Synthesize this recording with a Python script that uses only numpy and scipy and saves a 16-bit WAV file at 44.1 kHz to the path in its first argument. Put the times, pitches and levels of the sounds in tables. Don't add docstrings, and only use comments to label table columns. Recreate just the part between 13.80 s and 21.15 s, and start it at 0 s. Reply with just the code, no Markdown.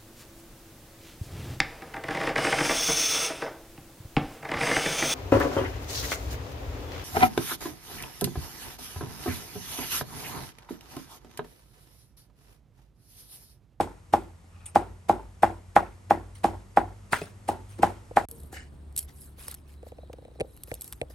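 import sys
import numpy as np
from scipy import signal
from scipy.fft import rfft, irfft
from scipy.io import wavfile
from scipy.ndimage import uniform_filter1d

SR = 44100
rng = np.random.default_rng(int(sys.argv[2]) if len(sys.argv) > 2 else 0)


def put_to_file(sound):
    columns = np.atleast_2d(sound).T
    safe = np.clip(columns, -1, 1)
    whole_steps = np.round(safe * 32767)
    wavfile.write(sys.argv[1], SR, whole_steps.astype(np.int16))


N = 324042

# (start t/s, end t/s)
CUT = (4.4535, 4.4855)
# (f/Hz, relative level/dB per Hz)
AIR_COLOURS = [
    [(12, -41.5), (20, -17.5), (88, -4.5), (222, -22.5), (802, -27), (1000, -27.5), (1290, -29),
     (1610, -34), (1860, -32), (3740, -40.5), (8890, -39), (11400, -41.5), (16000, -89)],
    [(12, -52.5), (20, -6), (70, -0.5), (150, -13), (377, -16), (485, -23.5), (923, -27.5), (2390, -40.5),
     (4060, -43), (6180, -55), (9140, -38.5), (13500, -61.5), (16000, -61)],
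]
# (t/s, level/dB)
AIR_LEVEL = [(0, -55), (4.45, -51), (4.49, -47.5), (5.5, -52), (6.2, -52.5), (7.35, -52)]
# (t/s, firing rate f/Hz, level/dB)
ENGINE_RUNS = [
    [(0.0, 83.87, -55), (2.27, 93.8, -52), (3.3, 100, -51), (4.46, 101.2, -52.5)],
    [(4.48, 70.7, -47), (5.5, 72, -49.5), (6.22, 70.44, -54), (6.5, 61.97, -54.5), (7.35, 59, -51.5)],
]
# (multiple of the firing rate, relative level/dB)
ENGINE_ORDERS = [(.5, -8), (1, 2.5), (2, -10), (2.5, -14.5), (3.5, -23)]
# (start t/s, swell t/s, hold t/s, fade t/s, level/dB)
THIN_HISSES = [(5.85, .1, 0.92, .1, -76)]
# (f/Hz, relative level/dB)
THIN_COLOUR = [(3000, -40), (3600, -8), (3950, 0), (4300, -10), (5000, -40)]

# (f/Hz, lead of the left port/rad)
PORT_LEAD = [(20, 0), (3000, .6), (8000, .8), (11700, -6.2), (16400, -12.7)]
# (f/Hz, likeness 0 to 1)
PORT_LIKENESS = [(60, 1), (300, 0.61), (1500, 0.17), (4000, 0.52), (9000, 0.77)]
# (f/Hz, t60/s)
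YARD_DECAY = [(100, .4), (300, .36), (800, .27), (2000, .3), (5000, .2), (12000, .15)]
# (delay t/ms, left level/dB, right level/dB)
NEAR_ECHOES = [(2.52, -40, -14), (4.69, -19, -9), (6.26, -10, -40), (9.76, -8, -8), (13.42, -19, -40),
               (17.48, -18, -15), (20.6, -22, -19), (23.62, -40, -29), (28.17, -24, -33), (33.05, -20, -40),
               (37.85, -26, -40), (41.47, -24, -27)]

# (start t/s, swell t/s, hold t/s, fade t/s, level/dB)
RASP_STROKES = [(.64, .12, .13, 0.11, -61.5), (4.726, 0.02, 0.0266, 0.12, -43.5)]
# (f/Hz, relative level/dB per Hz)
RASP_COLOUR = [(290, -40), (500, -8.5), (645, -13.5), (719, -4.5), (1150, -24), (1220, -17), (1700, -1.5),
               (2130, -6), (2620, -15.5), (2960, -4), (3140, -27), (4920, -14), (5350, -18.5), (9000, -17),
               (11700, -54), (19800, -120)]
# (f/Hz, relative level/dB per Hz)
SCUFF_COLOUR = [(530, -28), (900, 1), (998, -17.5), (1260, -0.5), (1610, -15.5), (1880, -9.5),
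                (2170, -17.5), (2510, -2), (2940, -15.5), (6000, -25), (7800, -54.5), (13200, -120)]
# (f/Hz, relative level/dB, t60/s)
BUMP_MODES = [(330, 13, .03), (770, 4.5, 0.082), (1440, 2, .025), (1900, -5, .02)]

# (t/s, level/dB)
PAN_TOUCHES = [(4.513, -46)]
# (f/Hz, relative level/dB, t60/s)
PAN_MODES = [(460, 0.00056, 0.38)]
# (t/s, body level/dB, click level/dB)
BOARD_KNOCKS = [(4.311, -24, -63), (4.51, -45, -62), (4.635, -41, -64), (5.582, -43, -48),
                (5.682, -38, -40), (6.03, -32, -46), (6.066, -31.5, -57), (6.12, -29.5, -47),
                (6.185, -28.5, -51), (6.232, -31.5, -60), (6.298, -26, -61), (6.335, -28.5, -39),
                (6.385, -32, -53), (6.423, -34.5, -62), (6.451, -32, -45), (6.481, -35, -52),
                (6.514, -41, -60), (6.555, -37, -65), (6.59, -33, -58), (6.600, -22.5, -27.5),
                (6.6064, -14.5, -22.5), (6.6115, -12.5, -24), (6.646, -33, -66), (6.879, -35.5, -55),
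                (6.916, -16.5, -21), (6.935, -32.5, -60), (6.955, -39.5, -60), (7.2151, -14.5, -20),
                (7.230, -25.5, -46), (7.302, -37, -56)]
# (f/Hz, relative level/dB, t60/s)
BOARD_MODES = [(110, -4.5, 0.022), (185, -16.5, 0.014), (391, 0.5, 0.015), (483, 8.5, 0.018),
               (605, 7.5, 0.014), (795, 0.5, 0.0084), (1227, -15, 0.0072), (1750, -15, 0.0051)]
# (f/Hz, relative level/dB)
TICK_COLOUR = [(600, -30), (1300, -7.5), (2500, 11), (3500, 1.5), (4500, -5.5), (6000, -12.5), (8000, 1),
               (12000, -16.5), (14000, -40)]

# (start t/s, swell t/s, hold t/s, fade t/s, fine hiss level/dB, coarser scratch level/dB)
RUB_STROKES = [(0.854, 0.0039, .004, 0.062, -38, -59.5), (2.543, 0.011, .001, 0.089, -53.5, -57),
               (3.306, 0.019, .01, 0.18, -45, -39.5), (3.406, 0.0046, .01, .06, -59.5, -51),
               (3.673, 0.009, 0.0054, 0.08, -43.5, -45), (3.862, 0.044, 0.028, .09, -56.5, -61.5),
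               (4.466, 0.0015, 0.18, 0.086, -58.5, -99), (4.715, 0.013, 0.0011, 0.07, -50, -50),
               (5.156, 0.03, 0.0012, 0.069, -35.5, -55), (5.273, 0.017, .001, 0.04, -65, -52.5),
               (5.28, 0.14, 0.021, 0.11, -51, -66), (5.562, 0.028, 0.13, 0.053, -50.5, -53),
               (5.76, .01, .001, 0.049, -63, -66), (5.866, 0.016, 0.056, 0.045, -66.5, -69),
               (6.018, 0.06, 0.0093, 0.03, -62.5, -63), (6.592, 0.085, 0.21, 0.035, -69, -82),
               (6.86, 0.024, .02, 0.21, -56.5, -58), (7.0, 0.016, 0.057, 0.17, -52, -63),
               (7.296, 0.0044, 0.00091, .1, -56, -58)]
FIDGET = -81, -74
# (t/s, fine part level/dB, coarse part level/dB)
SKIN_CRACKS = [(4.4865, -40, -57), (4.5132, -31.5, -70), (4.6024, -47.5, -80), (4.634, -48, -76),
               (5.1257, -53.5, -67), (5.164, -23.5, -52), (5.1765, -18, -61), (5.1814, -23.5, -56),
               (5.187, -28, -63), (5.1914, -20, -64), (5.2037, -40, -61), (5.228, -38, -51),
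               (5.6822, -27.5, -37), (5.7136, -31, -64), (5.7256, -45, -48), (5.7428, -32.5, -46),
               (5.747, -36, -63), (6.084, -49, -63), (6.331, -56, -44), (6.7661, -47, -65),
               (6.7746, -47, -54), (6.8354, -29.5, -56), (6.8748, -49, -52), (6.9409, -27, -63),
               (6.951, -39, -69), (7.0107, -31, -69), (7.0193, -27, -74), (7.0437, -35, -61),
               (7.0778, -35, -54), (7.1255, -31, -38.5), (7.1317, -37, -43)]
# (f/Hz, relative level/dB)
SKIN_COLOUR = [(500, -31), (1500, -27.5), (4000, -6.5), (6500, -7.5), (9000, 6), (11500, 8.5), (13500, -6),
               (15500, -15), (16500, -26.5)]
# (f/Hz, relative level/dB)
POD_COLOUR = [(880, -56.5), (1500, -25), (2510, -13), (4370, -26), (7760, -17.5), (9010, 0.5),
              (11500, -19.5), (16000, -95.5)]
# (f/Hz, relative level/dB)
SCRATCH_COLOUR = [(500, -5.5), (1200, -1), (2500, -3), (4000, -5), (6000, -7), (9000, -15.5)]

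# (t/s, level/dB)
RIM_TOUCHES = [(3.417, -23), (3.53, -55), (3.545, -55)]
# (f/Hz, relative level/dB, t60/s)
RIM_MODES = [(156, -7, .07), (390, 2, .028), (581, -4, .04), (2130, -14, .012), (2570, -7, .015),
             (3330, -16, .01), (4200, -18, .008)]
# (f/Hz, relative level/dB, t60/s)
DECK_MODES = [(52, -6.5, 0.65), (92.8, 2, 0.21), (142.3, 0.5, 0.12), (211, 7, .1), (236, 9.5, 0.076),
              (307.2, 9, .1), (332, 11, 0.091), (446, 11.5, 0.026), (479, 8, 0.059)]
# (f/Hz, relative level/dB, t60/s)
LOOSE_MODES = [(413, 2, 0.015), (595, 0, 0.021), (854, 2.5, 0.019), (1300, -6.5, 0.016), (1800, -10, 0.005)]
# (f/Hz, relative level/dB)
CHILLI_COLOUR = [(500, 13.5), (2000, 4.5), (4500, -5), (7000, -7.5), (9000, -3.5), (12000, -8.5),
                 (13500, -25.5), (17000, -32.5)]
# (t/s, thud level/dB, stone-on-stone clack level/dB, chilli crunch level/dB, deck shake level/dB)
PESTLE_BLOWS = [(.0012, -9.5, -26.5, -33.5, -34), (0.3371, -3, -18.5, -32.5, -33.5),
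                (0.9586, -2, -15.5, -32.5, -31), (1.2954, -3.5, -23, -34, -31.5),
                (1.6326, -1, -10.5, -32, -33.5), (1.9641, 0.5, -5.5, -32.5, -34),
                (2.3082, -2.5, -13.5, -35, -32.5), (2.6444, -6, -21, -31.5, -32.5),
                (2.9723, -1.5, -10, -36.5, -33.5), (3.332, -21.5, -5, -30, -61),
                (3.689, -11, -70.5, -35.5, -37), (3.99, -39.5, -59.5, -49, -39),
                (4.032, -2.5, -13, -29.5, -34), (4.3704, -2.5, -9, -31, -37.5)]
# (f/Hz, relative level/dB, t60/s)
BOWL_MODES = [(762, 27, .0102), (629, 6.5, .0137), (1094, -4.5, .0214)]
# (f/Hz, relative level/dB, t60/s)
FOOT_MODES = [(392, -24.5, 0.042), (1146, -9.5, .018), (1250, -26, 0.0037)]
# (f/Hz, relative level/dB, t60/s)
STONE_MODES = [(989, -6.5, 0.026), (1410, 4.5, 0.0069), (1630, 0, 0.0077), (1790, -3, 0.0082),
               (2024, -11, 0.0093), (2375, -16.5, 0.00615), (3000, -9.5, 0.0048), (3660, -39, 0.031)]

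SWELL_DB = 25
SPRAY_T60_S = 0.014
SMALL_PER_S, SMALL_DB = 49, -0.5


def amp(db):
    return 10 ** (np.asarray(db) / 20)


def evened(x):
    return x / np.sqrt(np.mean(x ** 2) + 1e-20)


def read(points, hz):
    f, value = np.transpose(points)
    return np.interp(np.log(hz + 1), np.log(f + 1), value)


def level(tables):
    t = np.arange(N) / SR
    return sum(amp(np.interp(t, *np.transpose(rows)[:2], left=-200, right=-200)) for rows in tables)


def strokes(rows, db):
    tables = []
    for row, top in zip(rows, db):
        corners_db = [top - SWELL_DB, top, top, top - SWELL_DB]
        tables.append(np.transpose([np.cumsum(row[:4]), corners_db]))
    return level(tables)


def train(s, db):
    out = np.zeros(N)
    at = np.clip(np.round(np.asarray(s) * SR).astype(int), 0, N - 1)
    np.add.at(out, at, amp(db))
    return out


def ring(modes, rise, size=22050):
    t = np.arange(size) / SR
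    swell = (1 - np.exp(-t / rise)) ** 2
    return swell * sum(amp(db - 60 * t / t60) * np.sin(2 * np.pi * hz * t) for hz, db, t60 in modes)


def through(x, response):
    return signal.fftconvolve(x, response)[:N]


def grains(per_s, spread_db):
    size = amp(spread_db * np.minimum(rng.exponential(1, N), 5))
    present = rng.random(N) < per_s / SR
    return evened(size * present * rng.standard_normal(N))


def cracking(clicks):
    spray = through(clicks, amp(-60 * np.arange(3000) / SR / SPRAY_T60_S))
    return spray * rng.standard_normal(N) + amp(5) * clicks


def patchy(x, db):
    z = signal.stft(x, nperseg=256)[2]
    field = rng.standard_normal(z.shape[-2:])
    field = evened(uniform_filter1d(uniform_filter1d(field, 3, 0), 6, 1))
    gain = amp(db * field)
    gain /= np.sqrt(np.mean(gain ** 2))
    return signal.istft(z * gain, nperseg=256)[1][..., :N]


def ports(x, colour, other=None):
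    hz = np.fft.rfftfreq(N, 1 / SR)
    gain = amp(read(colour, hz))
    gain /= np.sqrt(np.mean(gain ** 2))
    left = right = rfft(x)
    if other is not None:
        same = np.clip(read(PORT_LIKENESS, hz), 0, 1)
        right = same * left + np.sqrt(1 - same ** 2) * rfft(other)
    turn = np.exp(.5j * read(PORT_LEAD, hz))
    return irfft(gain * np.array([left * turn, right / turn]), N)


def yard(x):
    hz, t, z = signal.stft(rng.standard_normal((2, SR // 2)), SR, nperseg=128)
    decay = amp(-60 * t / read(YARD_DECAY, hz)[:, None])
    tail = signal.istft(z * decay, SR, nperseg=128)[1]
    tail = tail + 0.67 * tail.mean(0)
    tail *= np.clip(np.arange(tail.shape[1]) / SR / 0.0013, 0, 1)
    return signal.fftconvolve(x[None], tail / np.linalg.norm(tail[0]), axes=1)[:, :N]


def air():
    noise = rng.standard_normal((4, N))
    before = ports(noise[0], AIR_COLOURS[0], noise[1])
    after = ports(noise[2], AIR_COLOURS[1], noise[3])
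    return np.where(np.arange(N) / SR < np.mean(CUT), before, after) * level([AIR_LEVEL])


def engine():
    out, t = np.zeros(N), np.arange(N) / SR
    for rows in ENGINE_RUNS:
        s, hz, db = np.transpose(rows)
        cycles = np.cumsum(np.interp(t, s, hz)) / SR
        run_gain = level([np.transpose([s, db])])
        for order, order_db in ENGINE_ORDERS:
            waver = uniform_filter1d(uniform_filter1d(rng.standard_normal(N), 2500), 2500)
            order_gain = amp(order_db + 2.2 * evened(waver))
            out += np.sin(2 * np.pi * (order * cycles + rng.random())) * order_gain * run_gain
    return out


def thin_hiss():
    gain = strokes(THIN_HISSES, np.transpose(THIN_HISSES)[4])
    return patchy(ports(gain * rng.standard_normal(N), THIN_COLOUR), db=3)


def rasps():
    start, *_, db = np.transpose(RASP_STROKES)
    loud = strokes(RASP_STROKES, db)
    near = np.arange(N) / SR > CUT[1]
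    bump = through(train(start + 0.00186, db), ring(BUMP_MODES, rise=.001, size=4096))
    left, right = loud * grains(6000, 1.5), loud * grains(6000, 1.5)
    rough = ports(near * left, RASP_COLOUR, near * right)
    rough += ports(~near * left, SCUFF_COLOUR, ~near * right)
    return bump + patchy(rough, db=3)


def pan():
    return through(train(*np.transpose(PAN_TOUCHES)), ring(PAN_MODES, rise=.002))


def board():
    s, db, click_db = np.transpose(BOARD_KNOCKS)
    body = np.zeros(N)
    uneven_db = 1.5 * rng.standard_normal((len(s), len(BOARD_MODES)))
    for mode, spot_db in zip(BOARD_MODES, uneven_db.T):
        behind = .07 * (1 / np.sqrt(mode[0]) - 1 / np.sqrt(490))
        body += through(train(s + behind, db + spot_db), ring([mode], rise=0.0014, size=4096))
    t = np.arange(200) / SR
    tick = through(train(s, click_db), amp(-60 * t / 0.0037)) * rng.standard_normal(N)
    knock = body + ports(tick, TICK_COLOUR)
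    knock[0] = np.roll(knock[0], 9)
    return knock + amp(-21.5) * yard(body)


def rubbing():
    s, fine_db, coarse_db = np.transpose(SKIN_CRACKS)
    near = np.arange(N) / SR > CUT[1]
    hiss = strokes(RUB_STROKES, np.transpose(RUB_STROKES)[4]) + near * amp(FIDGET[0])
    scratch = strokes(RUB_STROKES, np.transpose(RUB_STROKES)[5]) + near * amp(FIDGET[1])

    small_gain = amp(SMALL_DB + 3 * rng.standard_normal(N))
    small = hiss * small_gain * (rng.random(N) < SMALL_PER_S / SR)
    cracks = ports(cracking(train(s, fine_db) + small), SKIN_COLOUR)
    cracks += ports(cracking(train(s, coarse_db)), SCRATCH_COLOUR)

    left, right = hiss * grains(5500, 1.4), hiss * grains(7000, 2.0)
    rustle = ports(near * left, SKIN_COLOUR, near * right)
    rustle += ports(~near * left, POD_COLOUR, ~near * right)
    rustle += ports(scratch * grains(3000, 1.9), SCRATCH_COLOUR, scratch * grains(3000, 3.6))
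    return cracks + patchy(rustle, db=4.2)


def slip():
    touch = train(*np.transpose(RIM_TOUCHES))
    chatter_gain = through(touch, amp(-27 - 60 * np.arange(4000) / SR / .08))
    chatter = chatter_gain * grains(1500, 2.0)
    knock = through(touch + chatter, ring(RIM_MODES, rise=.0004, size=8192))
    return knock + amp(-16) * yard(knock)


def deck():
    s, _, _, _, shake_db = np.transpose(PESTLE_BLOWS)
    t = np.arange(12000) / SR
    rebound_s = s + 0.055 + .008 * rng.standard_normal(len(s))
    shake = train(s, shake_db) + train(rebound_s, shake_db - 13)
    planks = through(shake, ring(DECK_MODES, rise=0.002))
    rattle = through(train(s + .01, shake_db), amp(-60 * t / .35)) * grains(1000, 2.6)
    loose = amp(-22.5) * through(rattle, ring(LOOSE_MODES, rise=0.00022, size=2048))
    direct = np.array([planks + loose, planks + np.roll(loose, 6)])
    return direct + amp(-8.5) * patchy(yard(planks + loose), db=2.5)


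def crunch():
    s, _, _, crunch_db, _ = np.transpose(PESTLE_BLOWS)
    lead_s = .011
    t = np.arange(9000) / SR - lead_s
    decay = amp(-60 * t / 0.13) + amp(-12.5 - 60 * t / 0.56)
    shape = np.where(t < 0, amp(7.5 + 1800 * t), decay)
    loud = through(train(s - lead_s, crunch_db), shape)
    return patchy(ports(loud * grains(11000, 1.6), CHILLI_COLOUR, loud * grains(11000, 1.1)), db=1.5)


def mortar():
    s, thud_db, clack_db, _, _ = np.transpose(PESTLE_BLOWS)
    blows = train(s, thud_db)
    thud = -through(blows, ring(BOWL_MODES, rise=.004, size=4096))
    thud -= through(blows, ring(FOOT_MODES, rise=0.0013, size=4096))
    clack = -through(train(s + 0.00038, clack_db), ring(STONE_MODES, rise=0.00033, size=4096))
    direct = thud + clack
    out = np.array([direct, direct])
    echoed = thud + amp(-1.5) * clack
    for ms, left_db, right_db in NEAR_ECHOES:
        late = round(ms * SR / 1000)
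        out[:, late:] += amp([[left_db], [right_db]]) * echoed[:N - late]
    return out + patchy(yard(amp(-17) * thud + amp(-11.5) * clack), db=5.5)


def scene():
    t = np.arange(N) / SR
    background = air() + engine() + thin_hiss()
    handling = rasps() + pan() + board() + rubbing()
    pounding = (slip() + deck() + crunch() + mortar()) * (t < CUT[1])
    gate = np.clip(np.maximum(CUT[0] - t, t - CUT[1]) / 0.00073, 0, 1)
    return (background + handling + pounding) * gate


def record(dry):
    bass_cut = signal.butter(4, 40, "high", fs=SR, output="sos")
    rounded = 1.3 * np.tanh(signal.sosfilt(bass_cut, dry) / 1.3)
    band_limit = signal.firwin(511, 16500, window=("kaiser", 9), fs=SR)
    return signal.oaconvolve(rounded, band_limit[None], "same")


dry = scene()
out = record(dry)
put_to_file(out)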